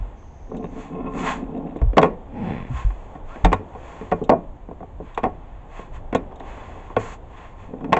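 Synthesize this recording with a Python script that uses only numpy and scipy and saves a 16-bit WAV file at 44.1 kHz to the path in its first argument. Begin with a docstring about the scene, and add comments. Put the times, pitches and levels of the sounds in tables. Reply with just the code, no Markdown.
"""A garden deck, close up on a small camera's microphone, with light wind and a distant murmur.
A wooden toy engine, pulled by a cord, scrapes and rumbles along loose track slats. At two seconds
it tumbles off the end: the boards thud underneath and the hardest knocks overload the microphone.
The cord creaks over an edge, and the engine is picked up while the slats clack back down.
Fingers settle it on the track, and just before the end it is set rolling again."""
import sys
import numpy as np
from scipy import signal
from scipy.fft import rfft, irfft, next_fast_len
from scipy.io import wavfile
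from scipy.ndimage import map_coordinates

SR = 44100
rng = np.random.default_rng(int(sys.argv[2]) if len(sys.argv) > 2 else 0)


def wav_record(signal):
    """Record a signal, one row per channel, as 16-bit PCM in the file named by sys.argv[1]."""
    frames = np.transpose(np.atleast_2d(signal))
    bounded = np.clip(frames, -1, 1)
    # unit amplitude maps onto the largest positive 16-bit level
    quanta = np.round(bounded * 32767).astype(np.int16)
    wavfile.write(sys.argv[1], SR, quanta)


N = 352359
TIME = np.arange(N) / SR

# resonances of the engine's hollow body: (frequency [Hz], width [Hz], level [dB])
BODY_MODES = [(1061, 28, 2.5), (1388, 28, -10.5), (1765, 9.1, -12.5), (2160, 97, -21), (2560, 43, -12),
              (3430, 70, -18.5)]
# spectrum of sliding on wood, also of the outdoor rustle: (frequency [Hz], level [dB])
SLIDE_SPECTRUM = [(300, -16), (700, 8.5), (1080, 10), (1300, 0.5), (1800, 4), (2600, -2.5), (3400, -9),
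                  (4300, -19.5), (5200, -28), (7000, -38)]
# spectrum of fine hiss: (frequency [Hz], level [dB])
HISS_SPECTRUM = [(2500, -53), (4200, 5.5), (5200, -6), (6700, 10.5), (7800, 6), (8500, -36.5)]


def amp(db):
    """Decibels to gain."""
    return 10 ** (np.asarray(db) / 20)


def unit(x):
    """Scale to rms 1."""
    return x / np.sqrt(np.mean(x ** 2) + 1e-20)


def fade(t, t60):
    """Exponential decay by 60 dB in t60 seconds."""
    return np.exp(-np.log(1000) * t / np.maximum(t60, 1e-3))


def add(track, s, sound):
    """Mix a sound into a track at s seconds."""
    room = track[max(round(s * SR), 0):][:len(sound)]
    room += sound[:len(room)]


def wobble(rate):
    """A smooth random curve with rate knots a second."""
    return map_coordinates(rng.standard_normal(int(N * rate / SR) + 4), [TIME * rate])


def swell(rows):
    """A gain through (time [s], level [dB]) points, dying away outside them."""
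    s, db = np.transpose(rows)
    outside = np.abs(TIME - np.clip(TIME, s[0], s[-1]))
    return amp(np.interp(TIME, s, db)) * fade(outside, 0.11)


def filtered(x, response):
    """x through a response given as a function of frequency."""
    size = next_fast_len(len(x) + 4096)
    return irfft(rfft(x, size) * response(np.fft.rfftfreq(size, 1 / SR)), size)[:len(x)]


def softened(x, edge_hz, order):
    """x without its treble above edge_hz."""
    return filtered(x, lambda hz: 1 / (1 + (hz / edge_hz) ** order))


def coloured(x, spectrum):
    """x shaped by a (frequency [Hz], level [dB]) spectrum, at rms 1."""
    f, db = np.transpose(spectrum)
    return unit(filtered(x, lambda hz: amp(np.interp(np.log(hz + 1), np.log(f + 1), db))))


def resonate(x, modes):
    """x through a bank of resonances of alternating sign, at rms 1."""
    def response(f):
        return sum((-1) ** k * amp(db) * 1j * f * width / (hz * hz - f * f + 1j * f * width)
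                   for k, (hz, width, db) in enumerate(modes))
    return unit(filtered(x, response))


def noise(spectrum):
    """Steady noise with the given spectrum, at rms 1."""
    return coloured(rng.standard_normal(N), spectrum)


def grains(rate, spread_db):
    """Tiny random contacts of unequal force, rate a second."""
    contacts = (rng.random(N) < rate / SR) * rng.standard_normal(N)
    return unit(contacts * amp(spread_db * rng.standard_normal(N) / 2))


def outdoors(wind_db=-38.5, rustle_db=-61.5, hiss_db=-80):
    """Wind on the microphone, a distant murmur, faint rustle and hiss, and a brief high insect buzz."""
    # spectra of the wind and of the murmur: (frequency [Hz], level [dB])
    wind_spectrum = [(10, -12.5), (25, 2.5), (42, -4), (70, -6.5), (130, -16), (300, -26.5), (900, -96)]
    murmur_spectrum = [(60, -4.5), (180, -1), (400, 4), (600, 3.5), (850, 4), (1120, -5), (1300, -12),
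                       (2400, -25), (3500, -24), (4200, -46.5)]
    # rise and fall of the murmur: (time [s], level [dB])
    murmur_levels = [(0, -45.5), (.3, -52), (1.2, -44), (2.3, -46.5), (4.2, -43.5), (4.5, -51), (5.6, -49),
                     (6.45, -43), (7.3, -47.5)]
    gusts = amp(wind_db + 1.9 * wobble(8)) * noise(wind_spectrum)
    murmur_db = np.interp(TIME, *np.transpose(murmur_levels)) + 0.42 * wobble(4.97)
    murmur = amp(murmur_db) * noise(murmur_spectrum)
    rustle = amp(rustle_db) * noise(SLIDE_SPECTRUM) + amp(hiss_db) * noise(HISS_SPECTRUM)
    buzz = noise([(5500, -38.5), (6100, -26), (6550, -24), (7100, -62)])
    return gusts + murmur + rustle + swell([(.18, -69), (.85, -71)]) * buzz


def stroke(s, hold, ramp, ramp_db=28.5, sag_db_per_s=19, release_ratio=1.03):
    """Gain of one sliding stroke: it swells until s, eases off while held, and lets go."""
    before = np.maximum(s - TIME, 0)
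    held = np.clip(TIME - s, 0, hold)
    after = np.maximum(TIME - s - hold, 0)
    return amp(-ramp_db * (before + after / release_ratio) / ramp - sag_db_per_s * held)


def rubbing(body_db=-3):
    """Wheel flanks, cord and hand slide on wood: tiny slips rasp and ring in it, with hiss on top."""
    # sliding strokes: (time of full pressure [s], hold [s], ramp [s], level [dB], relative hiss [dB])
    strokes = [(0.0, 0.07, 0.58, -55, -23), (0.802, 0.029, 0.18, -42.5, -18.5),
               (1.193, .06, 0.099, -34.5, -16.5), (1.269, 0.046, 0.11, -24, -21.5),
               (2.451, .17, 0.11, -43, -30), (2.77, 0.037, 0.17, -37, -22),
               (2.853, 0.31, .12, -51.5, -19.5), (3.297, 0.28, 0.09, -46, -22.5),
               (3.887, 0.17, 0.39, -44.5, -20.5), (5.058, 0.2, .12, -50, -27), (5.49, 0.18, 0.83, -56, -41),
               (5.766, 0.049, 0.16, -42.5, -22.5), (5.95, 0.014, 0.067, -44, -21.5),
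               (6.479, 0.45, 0.13, -42.5, -23), (7.002, 0.14, 0.044, -37.5, -16.5),
               (7.38, 0.078, 0.21, -44.5, -25.5), (7.603, 0.059, .13, -49.5, -22.5)]
    rub_gain, hiss_gain = np.zeros(N), np.zeros(N)
    for s, hold, ramp, db, hiss_db in strokes:
        pressure = amp(db) * stroke(s, hold, ramp)
        rub_gain = np.maximum(rub_gain, pressure)
        hiss_gain = np.maximum(hiss_gain, amp(hiss_db) * pressure)
    slips = rng.standard_normal(N) * amp(0.87 * wobble(90))
    body = resonate(grains(rate=5300, spread_db=10), BODY_MODES)
    rasp = unit(coloured(slips, SLIDE_SPECTRUM) + amp(body_db) * body)
    return rub_gain * rasp + amp(1) * hiss_gain * noise(HISS_SPECTRUM)


def deck_thuds(t60=0.25, overtone_ratio=1.97, overtone_db=-7, attack_s=0.0057):
    """A deck board bounces in its lowest mode, with a shorter overtone."""
    # heavy pushes on the boards: (time [s], relative level [dB], board pitch [Hz])
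    pushes = [(0.004, -19, 42.7), (1.817, -9, 57.8), (1.858, -9.5, 43), (2.7, -21.5, 125), (2.735, -20, 62),
              (2.848, -9.5, 45), (3.44, -6, 41.4), (3.445, -17, 174.6), (3.521, -22.5, 92.4),
              (6.965, -24, 108.5)]
    track, t = np.zeros(N), np.arange(SR // 2) / SR
    for s, db, board_hz in pushes:
        phase = 2 * np.pi * board_hz * t
        overtone = amp(overtone_db) * np.sin(overtone_ratio * phase) * fade(t, 0.12)
        swing = np.sin(phase) * fade(t, t60) + overtone
        add(track, s, -amp(db + 4) * swing * (1 - np.exp(-t / attack_s)))
    return track


def knock(thud_db, crack_db, t60, pitch_hz, focus_db=8, focus_octaves=0.14,
          tail_db=-22, tail_t60=0.45, attack_s=0.00056):
    """One blow on wood: ringing slat modes, a dense burst of overtones, and the deck's longer answer."""
    # modes of slats and deck boards: (frequency [Hz], level [dB], t60 [s])
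    slat_modes = [(91.5, -13, 0.99), (174.4, -9, 0.94), (257.3, -2, 0.19), (342.5, -18, 0.28),
                  (437.7, -1, 0.2), (494.5, -6.5, 0.14), (662, -0.5, 0.12), (746, 5.5, 0.07),
                  (902, 0, 0.066), (1045, 1, 0.055), (1104, -7.5, 0.21), (1355, -22, 0.25),
                  (1447, -13, 0.11), (1650, -21, 0.06), (1826, -12.5, 0.075), (2126, -16.5, 0.055),
                  (2415, -23, 0.27), (2516, -29, 0.08), (2590, -22.5, 0.094), (3340, -19, 0.05)]
    # spectrum of the dense overtones: (frequency [Hz], level [dB])
    clack_spectrum = [(60, -45), (170, 5.5), (300, 3.5), (450, -1), (750, -0.5), (1100, -7.5), (1300, -19),
                      (1900, -12), (2700, -21.5), (3600, -36), (4800, -42), (7500, -46)]
    t = np.arange(SR // 3) / SR
    onset = t < .015

    def favour(hz):
        """The place struck favours the modes around one pitch."""
        return amp(focus_db * np.exp(-.5 * (np.log2((hz + 1) / pitch_hz) / focus_octaves) ** 2))

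    ring = np.zeros(len(t))
    for hz, db, mode_t60 in slat_modes:
        strength = favour(hz) * amp(db + rng.normal(0, 2.4)) * rng.choice([-1, 1])
        detuned_hz = hz * (1 + rng.normal(0, 0.0044))
        ring += strength * np.sin(2 * np.pi * detuned_hz * t) * fade(t, mode_t60)
    ring *= fade(t, 6 * t60)  # a blow that stays in contact damps the ring
    ring = amp(1) * ring / np.std(ring[onset])
    overtones = coloured(filtered(rng.standard_normal(len(t)), favour), clack_spectrum)
    snap_db = -13 + 1.2 * min(crack_db, -6)  # only hard contacts snap in the treble
    blow = amp(snap_db) * rng.standard_normal(len(t)) * fade(t, 0.016)
    # low overtones outlast high ones
    registers = [(400, "low", thud_db, 1.5), ([400, 1300], "band", 0, 1), (1400, "high", crack_db, .6)]
    for edge_hz, kind, db, stretch in registers:
        decay = fade(t, t60 * stretch) + amp(tail_db) * fade(t, tail_t60 * stretch)
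        struck = (ring + 1.88 * overtones * decay) * (1 - np.exp(-t / attack_s))
        band = signal.sosfilt(signal.butter(4, edge_hz, kind, fs=SR, output="sos"), struck)
        blow += amp(db) * band / np.std(band[onset])
    return blow


def taps(t60=0.064, even_hz=634, thud_db_per_octave=30.5):
    """Wheels, fingers and shifting slats tap lightly; the deeper the note, the more the deck thuds."""
    # light contacts: (time [s], level [dB], favoured pitch [Hz], relative crack [dB])
    contacts = [(0.515, -37, 570, -30), (0.546, -40, 620, -13), (0.641, -37.5, 537, -11),
                (1.758, -37.5, 520, -16), (1.815, -31.5, 685, -14.5), (1.931, -40.5, 520, -9.5),
                (2.904, -44, 790, -3), (3.152, -38.5, 647, -12), (3.358, -41.5, 595.4, -8),
                (3.595, -51.5, 425, -29), (3.749, -34.5, 766, -23), (4.012, -45.5, 454, -1.5),
                (4.214, -36, 469.3, -37), (4.686, -43.5, 530, -20), (4.711, -36.5, 670, -25),
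                (4.804, -39.5, 633, -21), (4.828, -35.5, 714, -24), (5.0, -38.5, 570, -40),
                (5.792, -41.5, 585, -9), (6.404, -37, 780, -11.5), (7.734, -38.5, 522, -20),
                (7.807, -41, 600, -13), (7.843, -41.5, 930, -0.5)]
    track = np.zeros(N)
    for s, db, pitch_hz, crack_db in contacts:
        thud_db = thud_db_per_octave * np.log2(even_hz / pitch_hz)
        add(track, s, amp(db) * knock(thud_db, crack_db, t60, pitch_hz))
    return track


def rolling():
    """Gain that follows how hard the wheels roll."""
    # two runs along the track, each a list of (time [s], relative level [dB])
    runs = [
        [(0.52, -31), (0.618, -37), (0.648, -27.5), (0.704, -41.5), (0.85, -35.5), (1.192, -29), (1.778, -35.5),
         (1.8, -36)],
        [(7.7, -42), (7.742, -45), (7.758, -36.5), (7.91, -32)],
    ]
    return sum(swell(run) for run in runs)


def wheels(rumble_db=1.7, rattle_db=-26, rough_at_s=1.14, rough_width_s=0.21, rough_db=17):
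    """Wheels bump over the grain: the slats rumble and the hollow body rattles."""
    # resonances of the track: (frequency [Hz], width [Hz], level [dB])
    track_modes = [(166.2, 21.3, 0), (259.5, 43.4, 1.5), (375, 36, -9.5), (437, 11, 0.5), (568, 100, -13.5),
                   (721, 75, -10.5)]
    bumps = grains(rate=1100, spread_db=0.5) * amp(3.1 * wobble(40))
    # wood passes only the slow part of each bump, the heavy track less than the light body
    rumble = resonate(softened(bumps, edge_hz=950, order=8), track_modes)
    rattle = resonate(softened(bumps, edge_hz=3000, order=8), BODY_MODES)
    # a rough stretch of track shakes the body harder
    shake_db = rough_db * np.exp(-.5 * ((TIME - rough_at_s) / rough_width_s) ** 2)
    return rolling() * (amp(rumble_db) * rumble + amp(rattle_db + shake_db) * rattle)


def axle_ticks(per_second=36, relative_db=-31, spread_db=2):
    """The axles click softly in their slots at random moments while the wheels turn."""
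    # resonances of the slots: (frequency [Hz], width [Hz], level [dB])
    slot_modes = [(1840, 400, -4.5), (2680, 130, -0.5), (3690, 184, -6.5)]
    clicks = (rng.random(N) < per_second / SR) * amp(spread_db * rng.standard_normal(N))
    return amp(relative_db) * rolling() * resonate(softened(clicks, edge_hz=3700, order=16), slot_modes)


def steel_clinks(t60=0.055):
    """Steel axles and coupling magnets touch and ring briefly in clusters of close modes."""
    # steel contacts: (time [s], relative level [dB])
    contacts = [(0.5677, -39.5), (0.6419, -49), (1.5744, -52), (1.7659, -46), (1.9724, -24), (2.016, -29),
                (2.059, -40), (3.447, -16.5), (3.528, -21), (4.239, -33.5), (5.146, -38), (5.176, -34),
                (6.149, -18.5), (6.358, -43), (6.3984, -41), (7.929, -22)]
    # mode clusters: (frequency [Hz], width [Hz], level [dB])
    clusters = [(3660, 130, 0), (2720, 130, -5), (6800, 1500, -18)]
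    track, t = np.zeros(N), np.arange(SR // 8) / SR
    for s, db in contacts:
        ring = resonate(rng.standard_normal(len(t)), clusters)
        add(track, s, amp(db - 9) * ring * fade(t, t60))
    return track


def landings(corner_db=-12.5, shortest_s=.005, flight_ratio=0.98, dulling_db=7):
    """Engine and slats land hard: a corner may touch first, and two duller bounces may follow the blow."""
    # landings: (time [s], level [dB], relative thud [dB], relative crack [dB], t60 [s],
    # favoured pitch [Hz], lead of the corner [s], first flight [s], loss at the first bounce [dB])
    blows = [(1.98, -5.5, -10, -14.5, 0.023, 474, .011, .007, 7.5),
             (2.029, -14, -5.5, -6.5, 0.027, 514, .014, .013, 3.5),
             (3.446, -13.5, -7.5, -9, 0.092, 764, 0.0011, 0.0089, 12),
             (3.528, -16.5, -12.5, -4.5, 0.063, 960, 0.01, 0, -3),
             (4.121, -16, -9, -16, 0.046, 606, 0.0061, 0.00062, 0),
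             (4.293, -9, -6, -20.5, 0.092, 634, 0.004, .021, 5.5),
             (5.175, -22.5, -16.5, -8.5, 0.092, 970, 0.0012, 0, 0),
             (5.238, -19, -8.5, -12, 0.035, 756, 0.0052, 0.012, 2.5),
             (6.148, -17.5, -1, -10, 0.034, 570, .021, .02, 15.5),
             (6.965, -16, -7, -11.5, .036, 450, 0.00055, 0, 0),
             (7.928, -13, -16, -5, 0.071, 818, 0.0057, 0, 0), (7.966, -18, -9, -7, 0.081, 816, 0, 0, 9)]
    track = np.zeros(N)
    for s, db, thud_db, crack_db, t60, pitch_hz, lead, flight, loss_db in blows:
        add(track, s, amp(db) * knock(thud_db, crack_db, t60, pitch_hz))
        if lead > shortest_s:
            corner = knock(thud_db=5, crack_db=-6.5, t60=0.087, pitch_hz=620)
            add(track, s - lead, amp(db + corner_db) * corner)
        if flight > shortest_s:
            for k in (1, 2):
                s += flight * flight_ratio ** (k - 1)
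                bounce = knock(thud_db, crack_db - k * dulling_db, t60=0.1, pitch_hz=pitch_hz)
                add(track, s, amp(db - k ** 1.27 * loss_db) * bounce)
    return track


def cord_creak(jitter=.17, drag=0.56, rasp_db=-20, rasp_db_per_octave=4):
    """The cord sticks and slips over an edge: a groan that sinks and breaks up, and a rasp of fibres."""
    # the pull, slowing to a stop: (time [s], slip rate [1/s], level [dB])
    pull = [(2.292, 264, -44), (2.379, 240, -28.5), (2.469, 177, -26.5), (2.51, 78, -24.5),
            (2.579, 50, -33.5), (2.673, 30, -40)]
    # resonances of the edge and of the taut cord: (frequency [Hz], width [Hz], level [dB])
    edge_modes = [(118, 82, -0.5), (235, 90, -0.5), (465, 100, -9.5), (818, 144, -13)]
    cord_modes = [(1830, 350, 5.5), (2520, 380, 2.5), (3420, 79, -2.5), (4060, 130, -17)]
    s, rates, db = np.transpose(pull)
    slip_rate = np.interp(TIME, s, rates)
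    slip_count = np.cumsum(slip_rate * np.exp(jitter * wobble(150))) / SR
    # slower slips store more tension, so each one kicks harder
    kicks = unit(np.diff(np.floor(slip_count), prepend=0) / np.sqrt(slip_rate))
    groan = resonate(kicks + drag * rng.standard_normal(N), edge_modes)
    rasp = resonate(kicks + grains(rate=1800, spread_db=3), cord_modes)
    # the fibres rasp more as the cord slows
    rasp_gain = amp(rasp_db + rasp_db_per_octave * np.log2(np.mean(rates) / slip_rate))
    return swell(np.transpose([s, db])) * (groan + rasp_gain * rasp)


def squeak(db=-45, start_s=3.28, length_s=.1, from_hz=1220, to_hz=1800):
    """A faint, unsteady squeak slides upward."""
    progress = np.clip((TIME - start_s) / length_s, 0, 1)
    pitch_hz = (from_hz + (to_hz - from_hz) * progress ** 2) * (1 + 0.045 * wobble(420))
    envelope = np.sqrt(np.abs(np.sin(np.pi * progress)))
    return amp(db) * envelope * np.sin(2 * np.pi * np.cumsum(pitch_hz) / SR)


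def settling_fingers(start_s=6.2, end_s=6.9, per_second=15, db=-44.5, spread_db=2):
    """Fingers settle the engine on the track: faint taps at random moments and places."""
    track = np.zeros(N)
    count = round(per_second * (end_s - start_s))
    times = rng.uniform(start_s, end_s, count)
    for s, (force, place) in zip(times, rng.standard_normal((count, 2))):
        tap = knock(thud_db=-5, crack_db=-15, t60=0.064, pitch_hz=780 * np.exp(0.28 * place))
        add(track, s, amp(db + spread_db * force) * tap)
    return track


def scene():
    """The toy close by and the garden behind it, as they reach the one microphone."""
    blows = landings() + taps() + steel_clinks() + deck_thuds()
    movement = wheels() + axle_ticks() + rubbing() + cord_creak() + squeak()
    return (blows + movement + outdoors() + settling_fingers())[None]


def record(dry, ceiling=0.654, top_hz=7950):
    """The microphone flattens the hardest peaks; the camera keeps nothing above its band limit."""
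    clipped = np.clip(dry[0], -ceiling, ceiling)
    return filtered(clipped, lambda hz: 1 / np.sqrt(1 + (hz / top_hz) ** 110))[None]


dry = scene()
out = record(dry)
wav_record(out)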